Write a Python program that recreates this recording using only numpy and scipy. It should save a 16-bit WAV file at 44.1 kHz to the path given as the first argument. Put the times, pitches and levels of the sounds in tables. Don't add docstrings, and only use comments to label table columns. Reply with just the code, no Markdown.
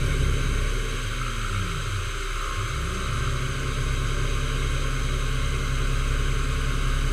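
import sys
import numpy as np
from scipy import signal
from scipy.fft import rfft, irfft, next_fast_len
from scipy.io import wavfile
from scipy.ndimage import uniform_filter1d, map_coordinates

SR = 44100
rng = np.random.default_rng(int(sys.argv[2]) if len(sys.argv) > 2 else 0)


def master_out(mix):
    frames = np.transpose(np.atleast_2d(mix))
    ceiling = np.clip(frames, -1, 1)
    pcm = np.round(ceiling * 32767).astype(np.int16)
    wavfile.write(sys.argv[1], SR, pcm)


def makeup_ratio(level_db):
    decades = np.asarray(level_db, float) / 20
    return 10 ** decades


N = 313992

LEAVES_S, LEAVING_S = 0.72, 0.48
TOUCHES_S, FULL_S, ENTERING_S = 2.57, 3.03, 0.23
ARC_S, ARC_HALF_S = 2.285, 1.26


def unit(x):
    return x / np.sqrt(np.mean(x ** 2) + 1e-20)


def curves(rows):
    s, *cols = np.transpose(rows)
    return [np.interp(np.arange(N) / SR, s, c) for c in cols]


def along(points, hz):
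    f, db = np.transpose(points)
    return np.interp(np.log(hz + 1), np.log(f + 1), db, -120, -120)


def wobble(rate):
    knots = rng.standard_normal(int(N * rate / SR) + 4)
    return map_coordinates(knots, [np.arange(N) * rate / SR])


def step(s, width_s):
    u = np.clip((np.arange(N) / SR - s) / abs(width_s) + 0.5, 0, 1)
    return u * u * (3 - 2 * u)


def bump(s, width_s):
    return np.exp(-((np.arange(N) / SR - s) / width_s) ** 2)


def cut(states_db, enters_s, late_s=0):
    leaving, free, entering, settled = states_db
    drift = np.clip((np.arange(N) / SR - enters_s) / (N / SR - enters_s), 0, 1)
    level_db = leaving + (free - leaving) * step(LEAVES_S + late_s, LEAVING_S)
    level_db = level_db + (entering - free) * step(enters_s, ENTERING_S)
    return level_db + (settled - entering) * drift


def filtered(x, response):
    m = next_fast_len(N + SR // 2)
    return irfft(rfft(x, m) * response(np.fft.rfftfreq(m, 1 / SR)), m)[:N]


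def rush(spectrum, patchy_db, comb_db):
    z = signal.stft(rng.standard_normal(N), nperseg=1024)[2]

    def field(rows, cols):
        grain = uniform_filter1d(rng.standard_normal(z.shape), rows, 0)
        return unit(uniform_filter1d(grain, cols, 1))

    gain = makeup_ratio(patchy_db * field(10, 4) + comb_db * field(3, 160))
    noise = signal.istft(z * gain, nperseg=1024)[1][:N]
    return unit(filtered(noise, lambda hz: makeup_ratio(along(spectrum, hz))))


def tone(turns, db, unsteady_db, drift):
    level = np.sqrt(2) * makeup_ratio(db + unsteady_db * wobble(9))
    return -level * np.sin(2 * np.pi * turns + drift * wobble(6))


def spindle(turns):
    # time in seconds, level in dB.
    unbalance = [(0.06, -25.5), (0.68, -25), (1.05, -30), (1.46, -28.5), (1.97, -32.5), (2.39, -29),
                 (2.71, -33), (3.35, -28.5), (3.56, -33), (3.85, -26.5), (5.43, -27), (5.55, -27.5),
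                 (5.96, -24), (6.6, -26), (7.05, -23.5)]
    # level in dB leaving the cut, free, entering, settled.
    orders = [
        (-31.5, -47.5, -34.5, -33.5),
        (-37.5, -57, -41, -42),
        (-31, -61, -34, -34),
    ]
    overtones = [-69, -58.5, -60, -67, -67, -61.5, -49, -50, -61.5, -59, -56.5, -52.5, -58, -68.5]
    # multiple of the spindle, level in dB.
    chatter = [(20, -64), (24, -66), (28, -69), (31, -62), (32, -51), (36, -56), (40, -50), (43, -58),
               (44, -58), (62, -58)]

    lap = 2 * np.pi * 0.08 * turns
    flap = np.sin(lap)
    swell = (1, 1 + 0.2 * np.cos(lap + 2 * np.pi * 0.29), 1, 1)
    enters_s = (TOUCHES_S, TOUCHES_S, FULL_S)
    lingers_s = (0.02, 0.11, -0.087)
    orders_db = curves(unbalance) + [cut(*row) for row in zip(orders, enters_s, lingers_s)]
    lag_turns = (0, 0, 0.5, 0.6)
    rock_turns = (0, 0.077, 0.057, 0.033)
    unsteady_db, drift_rad = (0.52, 1.7, 1.4, 0.48), (0.064, 0.2, 0.22, 0.1)
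    sound = np.zeros(N)
    for k, db in enumerate(orders_db):
        phase = (k + 1) * turns + lag_turns[k] + rock_turns[k] * flap
        sound += swell[k] * tone(phase, db, unsteady_db[k], drift_rad[k])
    sound += tone(8 * turns, orders_db[3] - 14.5, unsteady_db=1.5, drift=0.07)

    squeal_s, squeal_half_s, squeal_db = 2.5, 0.14, 12
    rubs_s = squeal_s - squeal_half_s
    rub = step(rubs_s, 0.06) - step(squeal_s + squeal_half_s, 0.07)
    bite_db = cut((0, -5, -0.5, -3), rubs_s)
    chatter_db = cut((-1, -10.5, -1.5, 2.5), rubs_s)
    for k, db in enumerate(overtones, start=5):
        sound += tone(k * turns + rng.random(), db + bite_db, unsteady_db=2, drift=0.4)
    for k, db in chatter:
        level_db = db + chatter_db + (k == 32) * squeal_db * rub
        sound += tone(k * turns + rng.random(), level_db, unsteady_db=1.8, drift=0.35)
    return sound


def motor(turns):
    # multiple of the motor shaft, level in dB.
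    shaft_lines = [(1, -50), (1.555, -46), (1.975, -46), (2.15, -50), (5, -56)]
    # multiple of the motor shaft, level in dB.
    brushes = [(18, -56), (20, -49), (21, -50)]
    # time in seconds, width in seconds, rise in dB.
    surges = [
        (1.27, .06, 2),
        (1.43, 0.044, 4.5),
        (1.64, 0.035, 2.2),
        (2.42, 0.091, 4),
    ]
    # frequency in Hz, width in Hz, level in dB.
    housing = [(1200, 200, -3), (1350, 220, 0)]
    # frequency in Hz, level in dB.
    whirr_spectrum = [(380, -46), (650, -24.5), (695, -16.5), (740, -23.5), (795, -17.5), (863, -19),
                      (997, -10.5), (1050, 0.5), (1090, -0.5), (1150, 2.5), (1240, -0.5), (1550, 5),
                      (1720, -5), (1980, -21), (2050, -16.5), (2660, -50), (4510, -120)]

    on, off = step(1.11, 0.12), step(3.49, 0.43)

    def around(before, during, after):
        return before + (during - before) * on + (after - during) * off

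    shaft = 1.7875 * turns
    lines = sum(tone(k * shaft, db, unsteady_db=3, drift=0.5) for k, db in shaft_lines)
    lines = lines + off * sum(tone(k * shaft, db, unsteady_db=1.8, drift=0.3) for k, db in brushes)
    loaded_db = cut((-51, -62, -55, -51), FULL_S)
    lines = lines + tone(2.97 * shaft, loaded_db, unsteady_db=2.5, drift=0.54)

    at = np.flatnonzero(np.diff(np.floor(shaft)))
    chance = rng.standard_normal((len(at), 2))
    late = np.round(1.5 * chance[:, 0]).astype(int)
    blows = np.zeros(N)
    blows[np.clip(at + late, 0, N - 1)] = makeup_ratio(2.5 * chance[:, 1])

    def ring(f, lean_db):
        total = 0
        for k, (c, w, db) in enumerate(housing):
            sign = (-1) ** k
            total = total + sign * makeup_ratio(db + sign * lean_db) * 1j * f * w / (c * c - f * f + 1j * f * w)
        return total

    slowing = unit(filtered(blows, lambda f: ring(f, -1) ** 2))
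    returning = unit(filtered(blows, lambda f: ring(f, 2) ** 2))
    back = step(ARC_S, 0.27)
    knock = (1 - back) * slowing + back * returning
    knock_db = around(-60, -39.5, -55) + sum(db * bump(s, width) for s, width, db in surges)
    knock_db = knock_db - 3.5 * bump(2.08, 0.22) - 0.2 * wobble(3.8)

    swell = 1 + 0.085 * np.cos(2 * np.pi * shaft) + 0.05 * np.cos(4 * np.pi * shaft)
    whirr = unit(swell * rush(whirr_spectrum, patchy_db=0.56, comb_db=0.8))
    return lines + makeup_ratio(knock_db) * knock + makeup_ratio(around(-36, -36.5, -36.5) - 2.5) * whirr


def frame():
    # frequency in Hz, density in dB per Hz.
    resonances = [(22, -3), (45, -11), (68, 0), (82, -11.5), (96, 6), (112, -2), (145, -8), (185, -7.5),
                  (218, -19.5), (245, -13), (330, -12.5), (390, -4.5), (465, -15), (610, -13), (650, -29.5),
                  (900, -32)]
    rumble_db = cut((-38.5, -42.5, -41.5, -41.5), TOUCHES_S) + 3.0
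    rumble_db = rumble_db - 5.5 * bump(ARC_S, 0.28) + 0.55 * wobble(5.5)
    return makeup_ratio(rumble_db) * rush(resonances, patchy_db=1.1, comb_db=2.2)


def nozzle():
    # frequency in Hz, level in dB.
    body_spectrum = [(1800, -6.5), (1980, -8), (2110, 1), (2280, -1), (2370, -6), (2500, -1.5), (2850, -6),
                     (2970, 0), (3080, -4.5), (3220, 0.5), (3330, -8.5), (3500, -10.5), (3820, -4),
                     (4120, -9), (4450, -15), (4700, -51)]
    fizz_spectrum = [(4200, -28), (4450, -10.5), (4800, -4), (5000, -8), (5300, -16), (5700, -8.5),
                     (5950, -11.5), (6280, 2), (6550, -6), (6800, -9.5), (7200, -16.5), (7500, -6),
                     (7800, -6.5), (9000, -11), (9700, -15), (10100, -33)]
    top_spectrum = [(9300, -33), (9700, -10.5), (10500, -3), (10800, -3.5), (11200, -17.5), (11650, -9.5),
                    (12350, -18), (12800, -13), (13300, -14), (13800, -12.5), (14250, -21), (14800, -11),
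                    (15600, -31)]
    flutter = wobble(40)
    body = makeup_ratio(-1.81 + 0.18 * flutter) * rush(body_spectrum, patchy_db=0.73, comb_db=0.97)
    fizz = makeup_ratio(-7.5 + 0.34 * flutter) * rush(fizz_spectrum, patchy_db=0.33, comb_db=1.14)
    spit = makeup_ratio(1.7 * wobble(1500))
    top = makeup_ratio(-18) * unit(spit * rush(top_spectrum, patchy_db=0.6, comb_db=2.2))
    return makeup_ratio(-37) * (body + fizz + top)


def feed():
    # time in seconds, width in seconds, share of speed lost.
    hitches = [
        (1.075, .027, .25),
        (3.52, .03, .27),
    ]
    # frequency in Hz, level in dB.
    step_response = [(30, -75), (60, -55), (75, -47), (88, -41), (97, -34), (106, -38), (118, -36),
                     (124, -37), (126, -41)]
    octave_response = [(50, -75), (80, -50), (93, -31), (118, -37), (145, -35), (175, -38), (195, -41),
                       (210, -47), (230, -45), (252, -46)]
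    # frequency in Hz, level in dB.
    screw_lines = [(304.6, -62.5), (377, -50), (436.5, -50.5), (450.2, -48.5), (457, -77)]
    # middle in seconds, half length in seconds, level in dB.
    bench_passes = [
        (1.79, .28, -36),
        (2.93, .08, -44),
    ]

    t = np.arange(N) / SR
    angle = np.pi / 2 * np.clip((t - ARC_S) / ARC_HALF_S, -1, 1)
    stumble = sum(lost * bump(s, width) for s, width, lost in hitches)
    hz = 125.75 * np.abs(np.sin(angle)) * (1 - stumble)
    cycles = np.cumsum(hz) / SR
    hum = tone(cycles, along(step_response, hz), unsteady_db=1.2, drift=0.15)
    octave_db = along(octave_response, 2 * hz) - 25 * stumble
    hum = hum + tone(2 * cycles, octave_db, unsteady_db=0.9, drift=0.15)
    straight = uniform_filter1d((np.abs(t - ARC_S) > ARC_HALF_S) * 1.0, size=2000)
    screw = sum(tone(f * t, db, unsteady_db=2.5, drift=0.91) for f, db in screw_lines)
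    cross = bump(2.25, 0.085) * tone(385 * t, -41.5, unsteady_db=1.1, drift=0.2)
    sings = sum(makeup_ratio(db) * (step(s - half, 0.16) - step(s + half, 0.12)) for s, half, db in bench_passes)
    bench = sings * tone(95.4 * t, 0, unsteady_db=0.8, drift=0.15)
    return hum + bench + straight * screw + cross


def scene():
    # time in seconds, turns a second.
    speed = [(0, 34.25), (.5, 34.18), (1.4, 33.8), (2.2, 33.68), (2.9, 33.52), (3.3, 33.55), (4.2, 33.82),
             (5.4, 34.02), (7.12, 34.12)]
    turns = np.cumsum(curves(speed)[0]) / SR
    return (spindle(turns) + motor(turns) + frame() + nozzle() + feed())[None]


def roll_off(x):
    return signal.sosfilt(signal.butter(12, 15210, fs=SR, output="sos"), x)


def record(dry):
    mix = filtered(dry[0], lambda hz: hz < 15260)[None]
    return roll_off(mix)


dry = scene()
out = record(dry)
master_out(out)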